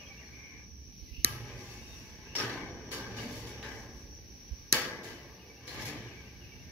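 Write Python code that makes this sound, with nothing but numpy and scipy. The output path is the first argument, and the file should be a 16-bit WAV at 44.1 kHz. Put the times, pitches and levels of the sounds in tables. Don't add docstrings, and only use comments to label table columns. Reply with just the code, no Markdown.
import sys
import numpy as np
from scipy import signal
from scipy.fft import rfft, irfft, next_fast_len
from scipy.io import wavfile
from scipy.ndimage import uniform_filter1d, map_coordinates

SR = 44100
rng = np.random.default_rng(int(sys.argv[2]) if len(sys.argv) > 2 else 0)


def log_audio(samples):
    frames = np.atleast_2d(samples).T
    limited = np.clip(frames, -1, 1)
    pcm = np.round(limited * 32767).astype(np.int16)
    wavfile.write(sys.argv[1], SR, pcm)


N = 295911
TIME = np.arange(N) / SR

# (time [s], level [dB], bass [dB], treble [dB], ring length [factor],
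#                     favoured pitch [Hz], favour [dB], hum level [dB])
JOLTS = [(1.241, -42, -1, 4, 1.5, 11700, 10, -38.5), (2.349, -36, -3, -2.5, 2.4, 4200, 1.5, -52),
         (2.383, -34, 0, -7.5, 1.84, 1560, 2.5, -43.5), (2.912, -41.5, 6, 8.5, 1.2, 1300, 11.5, -60),
         (3.163, -39, 3.5, -4.5, 1.34, 1680, 1, -44.5), (3.46, -48, 2, 7, 1.06, 4670, -2, -44.5),
         (3.625, -40, 0, -11.5, 1.54, 1620, 5, -46), (4.726, -28.5, -6.5, 4.5, 1.34, 1460, 5.5, -49),
         (5.028, -43, -16, 0.5, 1.82, 4960, -1, -58), (5.669, -44.5, -32, 7.5, 0.66, 4270, 3.5, -66),
         (5.845, -44.5, 7, 11, 1.02, 2080, 5.5, -45.5)]
# (time [s], level [dB])
SHAKING = [(0, -53.5), (.6, -55.5), (.75, -66), (1.238, -64.5), (1.5, -45.5), (1.9, -54), (2.33, -50.5),
           (2.7, -56.5), (3.15, -43), (3.3, -46.5), (3.678, -48), (4.1, -63), (4.72, -58.5), (5.099, -63),
           (5.6, -54), (5.78, -38), (6.0, -45), (6.35, -55), (6.71, -55.5)]
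# (frequency [Hz], left-right likeness [-1..1])
LOW_ALIKE = [(25, .45), (60, .75), (130, .92), (300, .92), (640, .6)]
# (frequency [Hz], left minus right [dB])
LOW_BALANCE = [(25, -6), (60, -2.5), (150, -.6)]


def amp(db):
    return 10 ** (np.asarray(db) / 20)


def unit(x):
    return x / np.sqrt(np.mean(x ** 2) + 1e-20)


def along(points, hz):
    point_hz, values = np.transpose(points)
    return np.interp(np.log(hz + 1), np.log(point_hz + 1), values)


def level(rows):
    rows = np.array(rows)
    return amp(np.interp(TIME, rows[:, 0], rows[:, -1], left=-150, right=-150))


def held(s, hold_s, attack_s, release_s):
    rise = (TIME - s) / attack_s
    fall = (s + attack_s + hold_s + release_s - TIME) / release_s
    return np.clip(np.minimum(rise, fall), 0, 1) ** 2


def wobble(knots_per_s):
    knots = rng.standard_normal(int(N * knots_per_s / SR) + 4)
    return map_coordinates(knots, [TIME * knots_per_s])


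def filtered(x, response):
    m = next_fast_len(x.shape[-1] + SR // 4)
    return irfft(rfft(x, m) * response(np.fft.rfftfreq(m, 1 / SR)), m)[..., :x.shape[-1]]


def resonances(modes):
    return lambda f: sum((-1) ** k * amp(db) * 1j * f * width / (hz * hz - f * f + 1j * f * width)
                         for k, (hz, width, db) in enumerate(modes))


def causal(gain):
    cepstrum = irfft(np.log(gain + 1e-9))
    half = len(cepstrum) // 2
    fold = np.r_[1, 2 * np.ones(half - 1), 1, np.zeros(half - 1)]
    return np.exp(rfft(cepstrum * fold))


def stereo(pair, gain, alike):
    turn = lambda hz: np.arccos(np.clip(along(alike, hz), -1, 1)) / 2
    mid, side = filtered(pair, lambda hz: gain(hz) * [np.cos(turn(hz)), np.sin(turn(hz))])
    return np.array([mid + side, mid - side])


def leaning(pair, balance):
    return filtered(pair, lambda f: amp(np.outer([.5, -.5], along(balance, f))))


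def add(track, s, sound):
    k = round(s * SR)
    part = track[..., max(k, 0):k + sound.shape[-1]]
    part += sound[..., max(-k, 0):][..., :part.shape[-1]]


def snips():
    # (time [s], ring energy [dB], low ring [dB], lower bite [dB], high ring [dB],
    #          table knock peak [dB], ring of the ends [dB])
    breaks = [(1.2458, 11, 0, 1, 2, -27, -39.5), (1.2471, 5, 3, 0, 0, -40, -50),
              (4.7229, -22, -6, -4, 0, -60, -70), (4.7252, 1, -3, -3, -3, -40, -46),
              (4.7260, 12, -8, -6, -3, -27, -35)]
    # (frequency [Hz], width [Hz], level [dB])
    jaws = [(1840, 110, 5), (4000, 550, 3), (4700, 550, 5.5), (6050, 480, 6), (7400, 700, -6),
            (9000, 1500, -14), (11100, 550, 1), (13300, 1000, -5)]
    # (frequency [Hz], left minus right [dB])
    jaw_balance = [(900, 0), (1900, 5), (4700, 4), (6000, 1), (8000, -8), (11000, -4), (14000, 0)]
    # (frequency [Hz], width [Hz], level per pass [dB])
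    table_top = [(123, 21, 0.5), (308, 200, 0.5)]
    # (frequency [Hz], relative level [dB], t60 [s])
    free_ends = [(1182, 0, .32), (1303, -2, .55), (1635, -3, .4), (1738, -5, .35), (1984, -7, .4),
                 (3036, -7, .3), (5373, -4, .2)]
    break_s, left_lag_s = .00028, .000454
    shared = .75
    out, t = np.zeros((2, N)), np.arange(SR // 3) / SR
    waver = wobble(60)
    for s, db, low_db, bite_db, high_db, knock_db, ends_db in breaks:
        shape = (t / break_s) * np.exp(1 - t / break_s)
        both, left, right = rng.standard_normal((3, len(t)))
        burst = shape * (np.sqrt(shared) * both + np.sqrt(1 - shared) * np.array([left, right]))
        burst[0] = np.roll(burst[0], round(left_lag_s * SR))

        tone = [(900, low_db - 8), (1500, low_db), (2500, low_db), (3000, bite_db - 6), (3600, bite_db),
                (4800, bite_db), (5600, 0), (7000, 0), (9000, high_db)]
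        rung = filtered(burst, lambda f: resonances(jaws)(f) * amp(along(tone, f)))
        ring = leaning(rung + amp(-21.5) * burst, jaw_balance)
        add(out, s, amp(db) * ring / np.linalg.norm(ring))

        knock = filtered(shape, lambda f: resonances(table_top)(f) ** 2)
        add(out, s, amp(knock_db) * knock / np.abs(knock).max())

        ends = 0
        for hz, rel_db, t60_s in free_ends:
            port_db = rng.normal(0, 1.6, (2, 1))
            chatter_db = 4.5 * np.roll(waver, rng.integers(N))[:len(t)]
            gain = amp(rel_db + port_db + chatter_db - 60 * t / t60_s)
            ends = ends + gain * np.sin(2 * np.pi * (hz * t + rng.random((2, 1))))
        add(out, s, amp(ends_db) * ends * (1 - np.exp(-t / 0.00182)))
    return out


def mesh():
    # (frequency [Hz], relative density [dB per Hz])
    crowd = [(53, -39), (90, -10.5), (228, -5.5), (295, -4), (390, -9.5), (539, -11.5), (1170, -13),
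             (1390, -23), (1660, -8), (2720, -9), (4460, -10.5), (6580, -11.5), (9100, -30), (9920, -19),
             (15600, -25)]
    # (frequency [Hz], width [Hz], level before a common lift [dB])
    strands = [(346, 29, -7.5), (446, 83, -8), (609, 12, -14), (807, 19, -10), (876, 20, -10),
               (1050, 12, -9.5), (1183, 26, -12.5), (1581, 65, -10), (1632, 25, -11), (1720, 18, -9),
               (2010, 12, -6.5), (2243, 17.5, -1.5), (3003, 55, -10), (4516, 110, -6.5), (5380, 100, -9)]
    # (frequency [Hz], t60 [s])
    decay = [(120, 2.3), (400, 1.47), (1040, 0.97), (2760, 0.46), (7280, 0.3), (14000, 0.3)]
    # (frequency [Hz], left-right likeness [-1..1])
    alike = [(60, 0.95), (240, 1), (950, 0.72), (3770, -0.25), (15000, 0.026)]
    # (frequency [Hz], left minus right [dB])
    balance = [(60, -4), (180, 1), (550, -1.5), (1650, 4.5), (4970, 2.5), (15000, -4.5)]
    # (middle [s], length [s], level [dB])
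    scrapes = [(1.62, 0.13, -62), (1.726, 0.19, -60), (1.945, 0.43, -63.5), (3.232, 0.088, -56),
               (3.36, 0.21, -54.5), (3.748, 0.24, -62), (3.996, 0.14, -68), (5.74, 0.074, -56),
               (5.823, 0.058, -50)]
    shake_treble_db, scrape_treble_db = -16.5, 7
    rise_s, rise_ref_db, rise_halves_db = 0.0044, -33, 7.5
    grit_rms_db = 1

    hz, t, z = signal.stft(singing_noise(depth_db=4.5) + ticks(), SR, nperseg=128)
    t60_s = along(decay, hz)[:, None]
    treble = along([(1500, 0.081), (9000, 1.0)], hz)[:, None]
    bass = along([(300, 0.68), (1500, 0.04)], hz)[:, None]
    shake_at, shake_db = np.transpose(SHAKING)
    power = amp(np.interp(t, shake_at, shake_db) + treble * shake_treble_db) ** 2

    grit = uniform_filter1d(rng.standard_normal(power.shape), size=24, axis=0)
    grit_db = grit_rms_db * unit(uniform_filter1d(grit, size=2, axis=1))
    for s, length_s, db in scrapes:
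        stroke = np.exp(-(2 * (t - s) / length_s) ** 2)
        power = power + (amp(db + grit_db + treble * scrape_treble_db) * stroke) ** 2

    for s, db, bass_db, treble_db, longer, favoured_hz, favour_db, _ in JOLTS:
        jolt_rise_s = rise_s * 2 ** ((rise_ref_db - db) / rise_halves_db)
        age = np.clip(t - s, 0, None)
        fading_db = db + bass * bass_db + treble * treble_db - 60 * age / (t60_s * longer)
        near = np.exp(-(np.log((hz[:, None] + 1) / favoured_hz) / .22) ** 2)
        fading_db = fading_db + favour_db * near
        power = power + (amp(fading_db) * (1 - np.exp(-age / jolt_rise_s))) ** 2

    slaps = uniform_filter1d(rng.standard_normal(power.shape), size=5, axis=0)
    slap_gain = amp(0.68 * unit(uniform_filter1d(slaps, size=8, axis=1)))
    shiver = signal.istft(z * np.sqrt(power) * slap_gain, SR, nperseg=128)[1][:, :N]
    colour = lambda f: np.hypot(amp(along(crowd, f)), amp(2.5) * abs(resonances(strands)(f)))
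    scale = np.sqrt(np.mean(colour(np.linspace(0, SR / 2, 4000)) ** 2))
    wires = stereo(shiver + knocks(), lambda f: causal(colour(f) / scale), alike)
    return leaning(wires, balance)


def singing_noise(depth_db):
    z = signal.stft(rng.standard_normal((2, N)), nperseg=2048)[2]
    field = uniform_filter1d(rng.standard_normal(z.shape[1:]), size=10, axis=1)
    return unit(signal.istft(z * amp(depth_db * unit(field)), nperseg=2048)[1][:, :N])


def ticks():
    ticks_per_s, rms_db = 1200, -4
    struck = rng.random(N) < ticks_per_s / SR
    return amp(rms_db) * unit(struck * rng.standard_normal((2, N)))


def knocks():
    # (time [s], starting noise level before dulling [dB])
    taps = [(2.353, -26), (2.4005, -27), (2.917, -31), (3.628, -35), (5.678, -33)]
    t60_s, top_hz = .012, 7000
    out, t = np.zeros((2, N)), np.arange(SR // 50) / SR
    for s, db in taps:
        add(out, s, amp(db - 60 * t / t60_s) * rng.standard_normal((2, len(t))))
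    return filtered(out, lambda f: 1 / (1 + 1j * f / top_hz) ** 2)


def squeal():
    # (time [s], peak level before the tilt [dB])
    jerks = [(2.352, -29), (2.3599, -26.5), (2.381, -26), (2.398, -30), (2.417, -33)]
    # (frequency [Hz], width [Hz], relative level [dB])
    squeal_modes = [(5430, 35, 9), (5560, 160, 1), (5850, 120, -4)]
    rise_s, t60_s = 0.00032, 0.057
    out, t = np.zeros((2, N)), np.arange(SR // 8) / SR
    for s, db in jerks:
        rasp = (1 - np.exp(-t / rise_s)) * amp(-60 * t / t60_s) * rng.standard_normal((2, len(t)))
        ring = filtered(rasp, resonances(squeal_modes))
        add(out, s, amp(db) * ring / np.abs(ring).max())
    return out * amp([[1.5], [-1.5]])


def catches():
    # (time [s], pitch [Hz], level before the tilt [dB], t60 [s])
    caught = [(2.378, 1546, -43.5, 1.0), (2.382, 1256, -41, 0.53), (2.432, 3050, -44, 0.23),
              (2.985, 1573, -48.5, 0.58), (3.18, 2900, -50, 0.26), (3.628, 1683, -52, 1),
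              (3.627, 3870, -51.5, .25), (5.676, 4150, -49, 0.47), (5.679, 1660, -46, 0.14),
              (5.807, 5500, -52, 0.14), (5.885, 5450, -55, 0.097)]
    sharpness, rise_s = 14, .001
    out, t = np.zeros((2, N)), np.arange(SR) / SR
    for s, hz, db, t60_s in caught:
        both, left, right = rng.standard_normal((3, len(t)))
        mode = resonances([(hz, hz / sharpness, 0)])
        rattle = unit(filtered(both + np.array([left, right]), lambda f: mode(f) ** 2))
        add(out, s, rattle * amp(db - 60 * t / t60_s) * (1 - np.exp(-t / rise_s)))
    return out * amp([[1.5], [-1.5]])


def hum():
    # (frequency [Hz], width per pass [Hz], level [dB])
    sway_mode = [(114.4, 22, 0)]
    rise_s, t60_s, over_shaking_db = 0.048, 1.47, -10
    power = (level(SHAKING) * amp(over_shaking_db)) ** 2
    for s, *_, hum_db in JOLTS:
        age = np.clip(TIME - s, 0, None)
        power = power + (amp(hum_db - 60 * age / t60_s) * (1 - np.exp(-age / rise_s)) ** 2) ** 2
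    sway = stereo(rng.standard_normal((2, N)), lambda f: resonances(sway_mode)(f) ** 2, LOW_ALIKE)
    return np.sqrt(power) * unit(sway)


def thumps():
    # (time [s], peak of the swell at the right port [dB])
    bumps = [(1.015, -36), (1.109, -35), (1.177, -31), (4.509, -27)]
    hz, peak_s, left_db = 56, .013, -16
    out, t = np.zeros(N), np.arange(SR // 5) / SR
    for s, db in bumps:
        swell = amp(db) * (t / peak_s * np.exp(1 - t / peak_s)) ** 2
        add(out, s, -swell * np.sin(2 * np.pi * hz * t))
    return out * amp([[left_db], [0]])


def birds():
    # (time [s], length [s], from [Hz], to [Hz], level [dB])
    lone_notes = [(.058, .025, 3150, 3330, -56), (.14, .03, 2270, 2290, -54), (.2, .05, 2380, 1650, -55),
                  (.25, .035, 4310, 4350, -58), (1.068, .03, 2040, 2000, -62),
                  (1.81, .035, 3700, 3700, -62), (1.86, .12, 3720, 3690, -61),
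                  (6.565, .08, 3690, 3700, -70), (6.618, .03, 2280, 1950, -62)]
    # (time in figure [s], length [s], from [Hz], to [Hz], relative level [dB])
    figure = [(0, .026, 2930, 2810, 0), (.03, .026, 2570, 2520, -2), (.103, .032, 2330, 2260, 1),
              (.175, .03, 2600, 2860, -1), (.275, .03, 2200, 2360, -6)]
    # (time [s], level [dB])
    figure_starts = [(-.005, -50), (5.387, -56), (5.73, -55), (6.07, -53.5), (6.408, -54.5)]
    # (time [s], glide length [s], from [Hz], to [Hz], level [dB])
    husky_calls = [(-.1, 0.43, 2400, 2300, -59), (0.285, 0.39, 2254, 2283, -54),
                   (1.103, 0.16, 2500, 2860, -53.5), (1.47, .18, 2320, 2390, -59.5),
                   (1.67, 0.43, 2630, 2700, -60.5), (2.22, 0.2, 2490, 2800, -57),
                   (5.902, 0.47, 2250, 2323, -61), (6.378, 0.255, 2750, 2700, -63)]
    attack_s, release_s = .05, .13
    flutter_hz = 20 * wobble(50)
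    husk_knots_per_s = 400

    notes = list(lone_notes)
    for s, db in figure_starts:
        notes += [(s + at, length_s, a, b, db + rel_db) for at, length_s, a, b, rel_db in figure]
    clear = np.zeros(N)
    for s, length_s, from_hz, to_hz, db in notes:
        u = np.linspace(0, 1, round(length_s * SR))
        phase = 2 * np.pi * np.cumsum(from_hz + (to_hz - from_hz) * u) / SR
        add(clear, s, amp(db) * np.sin(np.pi * u) * np.sin(phase))
    t = np.arange(SR // 4) / SR
    echoes = rng.standard_normal((2, len(t))) * amp(-60 * t / .35)
    echoes = echoes / np.linalg.norm(echoes[0])
    out = clear * amp([[0], [-3]]) + amp(-1) * signal.fftconvolve(clear[None], echoes, axes=1)[:, :N]

    husk = np.array([wobble(husk_knots_per_s) + 1j * wobble(husk_knots_per_s) for _ in range(2)])
    for s, length_s, from_hz, to_hz, db in husky_calls:
        glide = np.sqrt(np.clip((TIME - s) / length_s, 0, 1))
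        pitch_hz = from_hz + (to_hz - from_hz) * glide + flutter_hz
        turn = np.exp(2j * np.pi * np.cumsum(pitch_hz) / SR)
        call = (turn * np.roll(husk, rng.integers(N), axis=1)).real
        out = out + amp(db) * held(s, length_s - release_s, attack_s, release_s) * call
    return out


def crickets():
    # (time [s], level [dB])
    chorus = [(0, -56.5), (4.7, -56), (5, -60), (5.4, -61), (6.71, -59.5)]
    # (frequency [Hz], width per pass [Hz], relative level per pass [dB])
    wings = [(5496, 250, -7), (5902, 440, -6)]
    clicks = rng.standard_normal((2, N)) * (rng.random((2, N)) < .15) * amp(1.4 * wobble(33))
    return level(chorus) * unit(filtered(clicks, lambda f: resonances(wings)(f) ** 2))


def surroundings():
    # (time [s], level [dB])
    rumble_level = [(0, -53), (2.5, -51.5), (4.3, -53), (5.5, -59), (6.71, -49.5)]
    # (frequency [Hz], relative density [dB per Hz])
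    rumble_tone = [(30, -49.5), (45, -11.5), (62, 3.5), (100, -8.5), (153, -11.5), (251, -12.5),
                   (431, -23.5), (600, -38.5), (900, -76.5)]
    # (frequency [Hz], relative density [dB per Hz])
    air_tone = [(240, -39), (450, -9.5), (740, -17), (1050, -16), (1380, -53.5), (1700, -40), (2230, -7.5),
                (3400, -16), (4600, -10.5), (6300, -13), (7500, -64.5), (8450, -38), (11800, -19.5),
                (15600, -22.5)]
    # (frequency [Hz], left-right likeness [-1..1])
    air_alike = [(60, 0.71), (240, 0.83), (950, -1.1), (3770, 0.51), (15000, -0.087)]
    air_db = -63.5
    low = stereo(rng.standard_normal((2, N)), lambda f: amp(along(rumble_tone, f)), LOW_ALIKE)
    rumble = level(rumble_level) * unit(leaning(low, LOW_BALANCE) * amp(0.3 * wobble(2)))
    hiss = stereo(rng.standard_normal((2, N)), lambda f: amp(along(air_tone, f)), air_alike)
    return rumble + amp(air_db + 2.9 * wobble(2.63)) * unit(hiss)


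def breeze():
    # (time [s], level [dB])
    air_flow = [(0, -77), (1.6, -63), (4.2, -61), (6.71, -81)]
    buffet = resonances([(42.2, 25, 0)])
    puffs = stereo(rng.standard_normal((2, N)), buffet, LOW_ALIKE)
    return level(air_flow) * unit(leaning(filtered(puffs, buffet), LOW_BALANCE))


def scene():
    wire = snips() + mesh() + hum() + squeal() + catches()
    return wire + thumps() + birds() + crickets() + surroundings() + breeze()


def record(dry):
    full_scale, top_hz = 1, 15700
    rounded = dry / (1 + (dry / full_scale) ** 6) ** (1 / 6)
    return filtered(rounded, lambda hz: hz < top_hz)


dry = scene()
out = record(dry)
log_audio(out)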